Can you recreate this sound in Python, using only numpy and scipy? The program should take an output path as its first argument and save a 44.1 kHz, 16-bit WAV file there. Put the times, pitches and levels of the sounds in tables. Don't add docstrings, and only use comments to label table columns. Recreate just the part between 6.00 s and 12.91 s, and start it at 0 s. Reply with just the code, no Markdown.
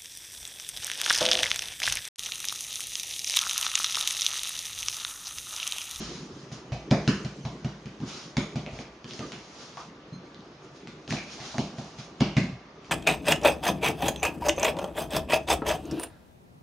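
import sys
import numpy as np
from scipy import signal
from scipy.fft import rfft, irfft, next_fast_len
from scipy.io import wavfile
from scipy.ndimage import uniform_filter1d

SR = 44100
rng = np.random.default_rng(int(sys.argv[2]) if len(sys.argv) > 2 else 0)


def log_audio(samples):
    frames = np.atleast_2d(samples).T
    limited = np.clip(frames, -1, 1)
    pcm = np.round(limited * 32767).astype(np.int16)
    wavfile.write(sys.argv[1], SR, pcm)


def rack_gain(trim_db):
    fader = np.asarray(trim_db, float)
    return 10 ** (fader / 20)


N = 304731

# pitch_hz, likeness
NEAR_LIKENESS = [(60, 1.0), (170, 1.0), (470, 0.99), (1320, 0.82), (3710, 0.23), (10400, 0.93)]


def unit(x):
    return x / np.sqrt(np.mean(x ** 2) + 1e-20)


def along(points, hz):
    f, v = np.transpose(points)
    return np.interp(np.log(hz + 1), np.log(f + 1), v)


def filtered(x, response):
    m = next_fast_len(x.shape[-1] + 4096)
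    spectrum = rfft(x, m) * response(np.fft.rfftfreq(m, 1 / SR))
    return irfft(spectrum, m)[..., :x.shape[-1]]


def resonance(hz, width):
    return lambda f: 1 / (1 + ((f - hz) / width) ** 2)


def paired(pair, spectrum, alike):
    def mid_and_side(hz):
        turn = np.arccos(np.clip(along(alike, hz), -1, 1)) / 2
        return rack_gain(along(spectrum, hz)) * [np.cos(turn), np.sin(turn)]

    mid, side = filtered(pair, mid_and_side)
    return np.array([mid + side, mid - side])


def rush(spectrum, alike, patchy_db):
    z = signal.stft(rng.standard_normal((2, N)), nperseg=512)[2]
    field = uniform_filter1d(rng.standard_normal(z.shape[1:]), 5, 0)
    field = uniform_filter1d(field, 8, 1)
    pair = signal.istft(z * rack_gain(patchy_db * unit(field)), nperseg=512)[1][:, :N]
    return unit(paired(pair, spectrum, alike))


def air():
    # pitch_hz, level_db (per Hz)
    room_tone = [(18, -72), (30, 0), (118, -6), (182, -10), (333, -1), (612, -5), (685, -6), (749, -8),
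                 (1180, -9), (1650, -13.5), (5070, -24), (6500, -29), (8450, -63), (14300, -120)]
    # pitch_hz, likeness
    diffuse_likeness = [(60, 1), (170, 0.98), (470, 0.95), (1320, 0.44), (3710, 0.052), (10400, 0.91)]
    # pitch_hz, width_hz, level_db
    motor = [(1174, 3.1, -71)]
    whine = 0
    for hz, width, db in motor:
        whine = whine + rack_gain(db) * unit(filtered(rng.standard_normal(N), resonance(hz, width)))
    return rack_gain(-46.5 - 6.5) * rush(room_tone, diffuse_likeness, patchy_db=1.5) + whine


def bowl():
    # pitch_hz, level_db, t60_s
    glass_modes = [(4156, -57.5, 0.52), (6420, -67, 0.67)]
    tick_s = 4.127
    out, t = np.zeros(N + SR), np.arange(SR // 2) / SR
    beat = 1 + 0.57 * np.cos(2 * np.pi * 8 * (t - .02))
    ring = sum(rack_gain(db - 60 * t / t60) * np.sin(2 * np.pi * hz * t) * beat for hz, db, t60 in glass_modes)
    out[round(tick_s * SR):][:len(t)] = ring * (1 - np.exp(-t / 0.0027))
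    return out[:N] * rack_gain([[-1.5], [1.5]])


def slides():
    # pitch_hz, level_db (per Hz)
    semolina = [(500, -1.5), (1200, 3.5), (1800, -1), (3500, 2), (5500, 2.5), (7000, -1), (8000, -5)]
    # pitch_hz, level_db (per Hz)
    creep = [(35, -5), (55, -15), (90, -26), (135, 5.5), (230, 2.5), (400, -1), (700, -27)]
    # start_s, swell_s, fade_s, level_db
    strokes = [(-.05, 0.066, 0.4, -41), (.28, 0.11, 0.27, -57), (0.518, 0.0067, .15, -47),
               (1.95, 0.2, 0.27, -45.5), (2.05, 0.04, 0.33, -44), (2.602, 0.21, 0.092, -49.5),
               (3.05, 0.043, 0.84, -48.5), (3.33, 0.0087, 0.55, -59), (3.46, 0.15, 0.3, -48),
               (3.722, 0.079, 0.16, -50.5), (4.3, 0.16, 0.37, -68), (4.6, 0.045, 0.16, -62),
               (4.72, 0.043, 0.12, -58.5), (5.082, 0.024, 0.22, -39.5), (5.22, 0.11, 0.17, -44.5),
               (5.328, 0.13, 0.4, -43), (5.751, 0.038, 0.34, -49.5), (5.96, 0.036, 0.16, -47.5),
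               (6.83, 0.027, 0.17, -58)]
    # time_s, creep_db
    lean = [(0.0, -43), (0.56, -46), (0.96, -45.5), (1.1, -36), (1.29, -42), (2.04, -49.5), (2.4, -52),
            (2.54, -45), (3.05, -54), (3.23, -40), (3.37, -50), (4.0, -54), (4.98, -50.5), (5.16, -45),
            (5.98, -48.5), (6.37, -47), (6.54, -60), (6.91, -53)]
    now = np.arange(N) / SR
    power = 0
    for start, swell, fade, db in strokes:
        stroke = np.interp(now, [start, start + swell, start + swell + fade], [0, 1, 0])
        power = power + rack_gain(2 * db) * stroke ** 3
    rub = np.sqrt(power) * rush(semolina, NEAR_LIKENESS, patchy_db=1.0)
    weight_db = np.interp(now, *np.transpose(lean)) - 1.5
    return rub + rack_gain(weight_db) * rush(creep, NEAR_LIKENESS, patchy_db=3.5)


def narrow_noises(events, width_hz, swell_s):
    out, t = np.zeros((2, N + SR)), np.arange(SR // 2) / SR
    for s, hz, db, t60 in events:
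        airy = paired(rng.standard_normal((2, len(t))), [(100, 0)], NEAR_LIKENESS)
        tone = unit(filtered(airy, resonance(hz, width_hz(hz))))
        envelope = rack_gain(db - 60 * t / t60) * (1 - np.exp(-t / swell_s)) ** 2
        out[:, round(s * SR):][:, :len(t)] += tone * envelope
    return out[:, :N]


def hums():
    # start_s, pitch_hz, level_db, t60_s
    frame_hums = [
        (0, 179, -37, 0.28),
        (0, 51.6, -43, 0.79),
        (.32, 104.5, -46.5, .3),
        (4.124, 169, -40, .48),
        (6.378, 200, -25.5, 0.53),
    ]
    return narrow_noises(frame_hums, lambda hz: 0.28 * hz, swell_s=0.0018)


def pockets():
    # start_s, pitch_hz, level_db, t60_s
    air_pockets = [(5.38, 710, -49, 1), (.912, 593, -28, 0.4), (.912, 3630, -47, .33),
                   (1.45, 1050, -46.5, 0.45), (2.663, 660, -40.5, 0.24), (2.789, 650, -43.5, 0.24),
                   (3.195, 527, -44, 0.53), (3.772, 1150, -40.5, .28), (5.166, 2380, -42.5, 0.58),
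                   (5.543, 740, -38, 0.16), (5.783, 740, -47, .68), (6.205, 2840, -41, 0.55),
                   (6.367, 2090, -33.5, 0.34), (.925, 2010, -44.5, 0.48)]
    return narrow_noises(air_pockets, lambda hz: 150 + 0.023 * hz, swell_s=0.0013)


def squeaks():
    # start_s, pitch_hz, level_db, t60_s
    skin_squeaks = [
        (2.141, 1250, -40, 0.12),
        (3.212, 1210, -31.5, .14),
        (6.367, 2150, -43.5, 0.59),
    ]
    return narrow_noises(skin_squeaks, lambda hz: 40, swell_s=0.014)


def kitchen(x):
    # pitch_hz, t60_s
    room_decay = [(300, .36), (1100, .48), (3000, .47), (7500, .44)]
    hz, t, z = signal.stft(rng.standard_normal((2, 18000)), SR, nperseg=256)
    decay = rack_gain(-60 * t / along(room_decay, hz)[:, None])
    tail = signal.istft(z * decay, SR, nperseg=256)[1]
    tail = paired(tail, [(100, 0)], NEAR_LIKENESS)
    tail = tail / np.linalg.norm(tail[0])
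    first_wall = np.pad(x, (round(.005 * SR), 0))
    return signal.fftconvolve(first_wall[None], tail, axes=1)[:, :18000]


def burst(t, rise, t60):
    return rng.standard_normal(len(t)) * (1 - np.exp(-t / rise)) ** 2 * rack_gain(-60 * t / t60)


def contacts():
    # start_s, slap_db, thump_db (over slap), cupped_air_db (over slap), contact_ms
    slaps = [(0.9107, -19, 6, -1, 3.33), (1.0764, -16.5, 2, -27, 3.13), (2.368, -19, -1, -11, 2.84),
             (3.1915, -31.5, -0.5, -3, 2.4), (3.3671, -48, 5, -6, 1.4), (3.7707, -35, -20, 2.5, 2.5),
             (5.0768, -33.5, -3, -4, 2.7), (5.1234, -22.5, -5, -0.5, 4.1), (5.5419, -43, 9, 11, 1.3),
             (5.5815, -22, -1, -0.5, 2.4), (6.2059, -19, 4.5, -1.5, 3.6), (6.3659, -18.5, 3, -3.5, 4.6),
             (6.895, -50, 7, 8.5, 0.88)]
    # start_s, slap_db, thump_db (over slap), cupped_air_db (over slap), contact_ms
    presses = [(0.5153, -39, 2, 3, 5.5), (0.7184, -28, 1.5, 4.5, 8.8), (1.247, -30, 1, -4.5, 5.3),
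               (1.4498, -29, 1.5, 1.5, 6.4), (1.6451, -29, 3.5, -1, 5.4), (1.8561, -36.5, 1, -18, 4.9),
               (2.0022, -43.5, 9, 3, 2.5), (2.0213, -47, 19.5, -18, 3.05), (2.5559, -28.5, 4, 1.5, 4.7),
               (2.7252, -38, 1, 6.5, 11.7), (2.8534, -41, -29, -2, 3), (4.1208, -54.5, 14.5, -25, 5),
               (5.3993, -30, -13, -28, 7.3), (5.7826, -35.5, 4, 3, 4.1), (5.9847, -35, -5.5, -4, 6.1),
               (6.5249, -48, 11.5, -14, 6.4)]
    # start_s,
    # slap_db, thump_db (over slap), pop_db (over slap), pop_hz
    ticks = [(2.6619, -45, 7.5, 7.5, 2350), (2.7879, -44, 7.5, 3, 2180), (3.0427, -38.5, -0.5, -7.5, 3180),
             (3.108, -48, 6, 7.5, 3220), (3.134, -41, -20, -4, 5170), (3.3194, -28.5, -12.5, -15, 2740),
             (4.344, -57, 5, 6, 3750), (4.405, -61, -1, 5, 3830), (4.7606, -61, -14, 4, 4260),
             (4.8723, -34.5, -6, -17, 3100), (5.1055, -29.5, 3.5, -2, 1980), (6.8448, -48, -17, -7, 2120),
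             (0.9066, -34.5, -23, -11, 4600), (1.247, -45.5, -15, -1, 4600), (6.2026, -35, -11, -12, 3200)]
    palm_hz, fingers_hz = 660, 810
    touches = []
    for s, db, thump_db, air_db, ms in slaps + presses:
        fingers_first = db < -33 and ms < 2.55
        touches.append((s, db, thump_db, air_db, fingers_hz if fingers_first else palm_hz, ms))
    return touches + [(*tick, 2.45) for tick in ticks]


def table_thump(t, short, contact, modes):
    top = 0
    for hz, db, t60, side in modes:
        level = rack_gain(db + rng.normal(0, .5) - 60 * t / t60)
        top = top + side * level * np.sin(2 * np.pi * hz * t)
    push = np.exp(-(np.pi * (short / contact - .55)) ** 2)
    thump = signal.fftconvolve(top, push)[:len(t)]
    return thump / np.abs(thump).max()


def pats():
    # pitch_hz, level_db, t60_s, first_side (sign of its first move)
    table_modes = [(58, -38, .5, -1), (91, -21, .06, -1), (121, -18, .16, -1), (153, -26, .41, 1),
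                   (197, -20, .32, -1), (210, -14, .17, -1), (228, 0, .03, 1), (261, -7, .09, -1),
                   (298, -6, .02, 1), (334, -11, .05, -1), (421, -27, .2, 1)]
    # pitch_hz, level_db (per Hz)
    skin_colour = [(300, -61), (600, 6), (1200, 4.5), (2300, 9.5), (2950, 7), (3600, 5.5), (4400, 5),
                   (5350, 3), (6300, 0), (8000, -3.5)]
    # pitch_hz, level_db (per Hz)
    wood_colour = [(250, 7), (360, 13.5), (520, -9.5), (650, -12), (900, -8.5), (1500, -12), (3000, -103)]
    smooth = .85
    out, t = np.zeros((2, N + SR)), np.arange(18000) / SR
    short = t[:2048]
    tap = 1. * (short == short[70])
    skin = lambda f: rack_gain(along(skin_colour, f))
    for s, slap_db, thump_db, cup_db, cup_hz, contact_ms in contacts():
        ms = np.clip(contact_ms, 1, 14)
        contact = ms / 1000
        thump = table_thump(t, short, contact, table_modes)
        knock_db = thump_db - 3 * ms + 23.5

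        def palm(f):
            ratio = 1j * f * cup_hz * 0.54 / (cup_hz ** 2 - f * f + 1j * f * cup_hz * 0.52)
            return rack_gain(cup_db + 18) * ratio ** 2

        wood = lambda f: rack_gain(knock_db + along(wood_colour, f))
        fingers = burst(short, .45 * contact, 2.8 * contact)
        fingers = fingers / np.linalg.norm(fingers)
        near = rack_gain(5.0 - 0.99 * ms) * filtered(fingers, skin)
        near = near + rack_gain(7.5 - 1.3 * ms) * filtered(tap, palm)
        uneven = smooth * tap + np.sqrt(1 - smooth ** 2) * fingers
        tail = kitchen(filtered(uneven, skin) + filtered(tap, lambda f: palm(f) + wood(f)))
        sound = rack_gain(4.5) * tail + rack_gain(thump_db - 5.0) * thump
        sound[:, :len(short)] += near
        sound[:, round(.0075 * SR):][:, :len(short)] += rack_gain(-15.0) * near
        out[:, round(s * SR):][:, :len(t)] += rack_gain(slap_db + 9) * sound
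    return out[:, :N]


def scene():
    return air() + bowl() + slides() + hums() + pockets() + squeaks() + pats()


def roll_off(x):
    return signal.sosfilt(signal.butter(12, 11000, fs=SR, output="sos"), x)


def record(dry):
    adc_hz = 16000
    capsule_db = [(25, -38.5), (45, -5), (70, 0), (6500, 4), (7600, -5)]
    mirror_db = [(7000, 7), (9000, -9.5), (10000, -24.0), (11000, -49.5), (12000, -90)]
    capsule = lambda hz: rack_gain(along(capsule_db, hz) + [[-.15], [.15]])
    notch = lambda hz: np.clip((adc_hz / 2 - hz) / 420, 0, 1) ** 1.8
    kept = filtered(dry, lambda hz: capsule(hz) * notch(hz))
    mirror = 2 * kept * np.cos(2 * np.pi * adc_hz * np.arange(N) / SR)
    image = filtered(mirror, lambda hz: rack_gain(along(mirror_db, hz)))
    return roll_off(kept + image)


dry = scene()
out = record(dry)
log_audio(out)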